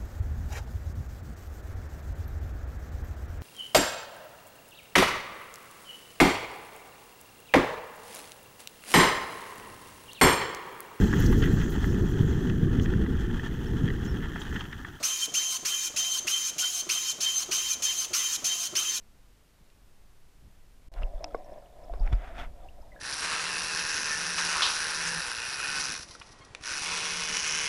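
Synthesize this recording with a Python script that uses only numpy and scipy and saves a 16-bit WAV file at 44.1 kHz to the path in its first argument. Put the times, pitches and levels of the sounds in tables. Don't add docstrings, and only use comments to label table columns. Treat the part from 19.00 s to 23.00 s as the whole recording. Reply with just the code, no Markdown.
import sys
import numpy as np
from scipy import signal
from scipy.fft import rfft, irfft
from scipy.io import wavfile
from scipy.ndimage import uniform_filter1d

SR = 44100
rng = np.random.default_rng(int(sys.argv[2]) if len(sys.argv) > 2 else 0)


def persist_wave(psi):
    counts = np.round(np.clip(psi, -1, 1) * 32767).astype(np.int16)
    wavfile.write(sys.argv[1], SR, np.atleast_2d(counts).T)


N = 176400
TIME = np.arange(N) / SR
DROPOUT_FROM_S, DROPOUT_TO_S, DROPOUT_DB = 1.886, 1.917, -22
BUBBLE_RISE_S = 0.00044

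# frequency in Hz, relative density in dB.
HISS_SPECTRUM = [(60, 1.5), (400, -11.5), (12000, -27), (15500, -31.5)]
RUMBLE_SPECTRUM = [(12, 8.5), (22, -3.5), (38, -1.5), (60, -9), (100, -23), (170, -33), (400, -36)]
BUMP_SPECTRUM = [(50, 12.5), (85, 3.5), (160, 1), (280, -6), (500, -18.5), (1200, -39)]
TICK_SPECTRUM = [(600, 3), (1800, 8), (4200, 1.5), (6500, -11), (13000, -17)]
GURGLE_SPECTRUM = [(120, -14.5), (400, -11), (490, -9), (570, 0), (660, -2), (730, 0), (850, -14.5),
                   (1000, -11.5), (1130, -22.5), (1350, -34.5), (1700, -24), (3500, -40.5)]
SWISH_SPECTRUM = [(250, -3.5), (480, -10.5), (700, 4), (1100, -5), (1330, 1.5), (1780, -5), (2050, -4),
                  (3100, -14), (3450, -14), (4100, -24.5), (7000, -29)]
SPRAY_SPECTRUM = [(2000, -20), (3450, 18), (4200, -1), (5900, 0), (8000, -29), (11500, -11), (15000, -36)]
# time in seconds, level in dB.
RUMBLE_LEVEL = [(0, -50.5), (.4, -61.5), (1.85, -50), (2.0, -36), (2.2, -46), (2.35, -44), (2.72, -54.5),
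                (2.92, -37), (3.12, -28), (3.27, -44), (3.42, -33.5), (3.55, -42), (4, -48.5)]
CURRENT_LEVEL = [(1.92, -58), (2.03, -45), (2.1, -53), (2.19, -51.5), (2.24, -49.5), (2.4, -51),
                 (2.56, -51), (2.71, -59), (2.86, -51.5), (2.99, -52.5), (3.33, -54), (3.52, -61),
                 (3.64, -54.5), (3.73, -61.5), (4, -56.5)]
# peak time in seconds, level in dB, rise and fall in seconds.
BUMPS = [(.617, -56.5, 0.0076, .012), (1.46, -53, 0.042, 0.028), (2.03, -45.5, 0.014, 0.0082),
         (3.01, -37.5, 0.0086, 0.0035), (3.08, -53, 0.028, 0.016), (3.128, -32, 0.0076, 0.0085),
         (3.4, -52, 0.11, 0.058), (3.96, -55.5, 0.047, 0.031)]
SWISHES = [(1.98, -53.5, 0.016, 0.018), (2.025, -50, 0.009, 0.0062), (2.95, -60.5, 0.018, 0.022),
           (3.068, -50.5, 0.014, 0.018), (3.13, -39.5, 0.0037, 0.0046), (3.15, -55, 0.037, 0.034),
           (3.25, -49, 0.036, 0.057), (3.397, -40.5, 0.023, 0.029)]
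# start in seconds, level in dB.
TICKS = [(0.701, -54.5), (1.939, -42.5), (2.35, -50), (2.938, -50), (3.033, -51.5)]
CLICKS = [(2.2427, -27)]
KNOCKS = [(2.3455, -14), (2.9362, -28)]
# pitch in Hz, level in dB at average current, t60 in seconds,
# bubbles per second.
FIZZ_SIZES = [(1286, -65, 0.07, 24), (3524, -65, 0.014, 60), (5200, -63, 0.011, 36)]
# start in seconds, level in dB, pitch in Hz, rise in seconds.
THUMPS = [(1.971, -24, 28.6, 0.023), (2.035, -20.5, 28.5, 0.012), (2.143, -27.5, 30, 0.015),
          (2.915, -31, 38.2, 0.037), (3.004, -15.5, 31.6, 0.025), (3.123, -23, 89, 0.0049),
          (3.128, -17, 38.4, 0.016)]
# start in seconds, level in dB, pitch in Hz, t60 in seconds.
BUBBLES = [(2.0333, -27.5, 2620, 0.0086), (2.4448, -50, 5370, 0.012), (2.659, -51, 2900, 0.014),
           (2.844, -53, 5280, .012), (2.998, -44, 4900, 0.012), (3.0633, -50, 5300, 0.012),
           (3.076, -20, 2160, 0.0034), (3.152, -43, 5000, 0.0057), (3.687, -45, 2900, 0.026),
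           (3.818, -57, 5000, 0.024), (3.919, -50, 1970, 0.095), (3.962, -46, 1625, 0.064),
           (3.991, -46, 1630, 0.033)]
# start in seconds, level in dB, pitch in Hz.
GULPS = [(2.135, -40.5, 637), (2.208, -35.5, 652), (2.229, -34.5, 634), (2.261, -36.5, 676),
         (2.39, -41, 710), (2.519, -35, 600), (2.578, -41, 617), (2.897, -33, 678), (3.011, -43, 860),
         (3.066, -40, 820), (3.298, -39, 665), (3.652, -46.5, 752), (3.79, -43.5, 638), (3.826, -51.5, 910)]
# frequency in Hz, relative level in dB, t60 in seconds.
CLICK_MODES = [(308.7, -23, 0.4), (703, -5.5, 0.037), (920, -1.5, 0.011), (2430, 0, 0.0045),
               (2670, -9, 0.019), (3440, -0.5, 0.003), (5120, -1, 0.014), (5670, 1, 0.0055),
               (7030, -20, 0.0078)]
KNOCK_MODES = [(338, -9.5, 0.018), (459, -11.5, 0.048), (657, 5, 0.0095), (752, -16, 0.023),
               (1107, -14.5, 0.042), (1460, -12, 0.013), (2125, -20, 0.015)]


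def from_db(db):
    return 10 ** (np.asarray(db) / 20)


def unit_rms(x):
    return x / np.sqrt(np.mean(x ** 2) + 1e-20)


def in_time(rows):
    return np.interp(TIME, *np.transpose(rows))


def coloured(x, spectrum):
    hz, db = np.transpose(spectrum)
    f = np.maximum(np.arange(N // 2 + 1) * SR / N, 1)
    skirts = np.minimum(f / hz[0], 1) ** 2 * np.minimum(hz[-1] / f, 1) ** 2
    gain = from_db(np.interp(np.log(f), np.log(hz), db))
    return unit_rms(irfft(rfft(x) * skirts * gain, N))


def drift(hz):
    pole = np.exp(-2 * np.pi * hz / SR)
    wander = signal.lfilter([1], [1, -2 * pole, pole * pole], rng.standard_normal(N + SR))
    return unit_rms(wander[SR:])


def grains(per_s, spread_db):
    sizes = from_db(spread_db * np.minimum(rng.exponential(1, N), 4))
    return (rng.random(N) < per_s / SR) * sizes * rng.choice([-1, 1], N)


def swells(rows, shape=1.56):
    power = 1e-18
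    for peak_s, db, rise, fall in rows:
        from_peak = (TIME - peak_s) / np.where(TIME < peak_s, rise, fall)
        power += from_db(db) ** 2 * np.exp(-np.abs(from_peak) ** shape)
    return np.sqrt(power)


def ping(start, db, hz, t60, rise_s, glide_per_s):
    t = np.clip(TIME - start, 0, 2 * t60)
    wobble = 0.043 * unit_rms(uniform_filter1d(rng.standard_normal(N), size=100))
    pitch = hz * (1 + glide_per_s * t + wobble)
    phase = 2 * np.pi * np.cumsum((t > 0) * pitch) / SR
    return from_db(db - 60 * t / t60) * (1 - np.exp(-t / rise_s)) * np.sin(phase)


def hiss(db=-64):
    return from_db(db) * coloured(rng.standard_normal(N), HISS_SPECTRUM)


def rumble():
    return from_db(in_time(RUMBLE_LEVEL)) * coloured(rng.standard_normal(N), RUMBLE_SPECTRUM)


def bumps():
    return swells(BUMPS) * coloured(rng.standard_normal(N), BUMP_SPECTRUM)


def ticks(decay_s=0.0017):
    envelope = np.zeros(N)
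    for start, db in TICKS:
        t = np.clip(TIME - start, 0, 20 * decay_s)
        envelope += from_db(db) * (TIME >= start) * np.exp(-t / decay_s)
    return envelope * coloured(rng.standard_normal(N), TICK_SPECTRUM)


def gurgle(flutter_db=1.14):
    level_db = in_time(CURRENT_LEVEL) + flutter_db * drift(hz=25)
    return from_db(level_db) * coloured(grains(per_s=1200, spread_db=1.5), GURGLE_SPECTRUM)


def fizz(count=300, pitch_spread=0.041, spread_db=4, follows_current=0.83):
    out, t = np.zeros(N + SR), np.arange(SR // 10) / SR
    attack = 1 - np.exp(-t / BUBBLE_RISE_S)
    for hz, db, t60, per_s in FIZZ_SIZES:
        starts = np.cumsum(rng.exponential(1, count)) / per_s
        scatter = np.clip(rng.standard_normal((count, 2)), -2, 2)
        for start, (detune, strength) in zip(starts[starts < TIME[-1]], scatter):
            envelope = attack * from_db(db + spread_db * strength - 60 * t / t60)
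            pitch = hz * (1 + pitch_spread * detune)
            first = int(start * SR)
            out[first:first + len(t)] += envelope * np.sin(2 * np.pi * pitch * t)
    current_db = in_time(CURRENT_LEVEL)
    return out[:N] * from_db(follows_current * (current_db - current_db.mean()))


def thumps():
    out = np.zeros(N)
    for start, db, hz, rise in THUMPS:
        t = np.maximum(TIME - start, 0)
        envelope = (t / rise * np.exp(1 - t / rise)) ** 1.3
        out += from_db(db) * envelope * np.sin(2 * np.pi * hz * t)
    return out


def swishes(spray_db=-52, spray_growth=3.4):
    force = swells(SWISHES)
    grit = grains(per_s=4600, spread_db=3)
    spray_gain = from_db(spray_db) * (force / force.max()) ** spray_growth
    return force * coloured(grit, SWISH_SPECTRUM) + spray_gain * coloured(grit, SPRAY_SPECTRUM)


def bubbles():
    return sum(ping(*row, rise_s=BUBBLE_RISE_S, glide_per_s=0.55) for row in BUBBLES)


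def gulps():
    return sum(ping(*row, t60=0.084, rise_s=0.00095, glide_per_s=1.0) for row in GULPS)


def case_hits(hits, modes, rise_s):
    out = np.zeros(N)
    for start, db in hits:
        t = np.clip(TIME - start, 0, .5)
        ringing = sum((-1) ** k * from_db(level - 60 * t / t60) * np.sin(2 * np.pi * hz * t)
                      for k, (hz, level, t60) in enumerate(modes))
        attack = 1 - np.exp(-(t / rise_s) ** 2)
        out += from_db(db) * attack * ringing
    return out


def scene():
    both_places = hiss() + rumble() + bumps() + ticks()
    current = (TIME > DROPOUT_FROM_S) * (gurgle() + fizz())
    stream = current + thumps() + swishes() + bubbles() + gulps()
    clicks = case_hits(CLICKS, CLICK_MODES, rise_s=0.000094)
    knocks = case_hits(KNOCKS, KNOCK_MODES, rise_s=0.0013)
    return (both_places + stream + clicks + knocks)[None]


def record(dry, stopband_hz=15900):
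    live = (TIME < DROPOUT_FROM_S) | (TIME > DROPOUT_TO_S)
    gain = uniform_filter1d(np.where(live, 1, from_db(DROPOUT_DB)), size=60)
    lowpass = signal.cheby2(20, 70, stopband_hz, fs=SR, output="sos")
    return signal.sosfilt(lowpass, dry * gain)


dry = scene()
out = record(dry)
persist_wave(out)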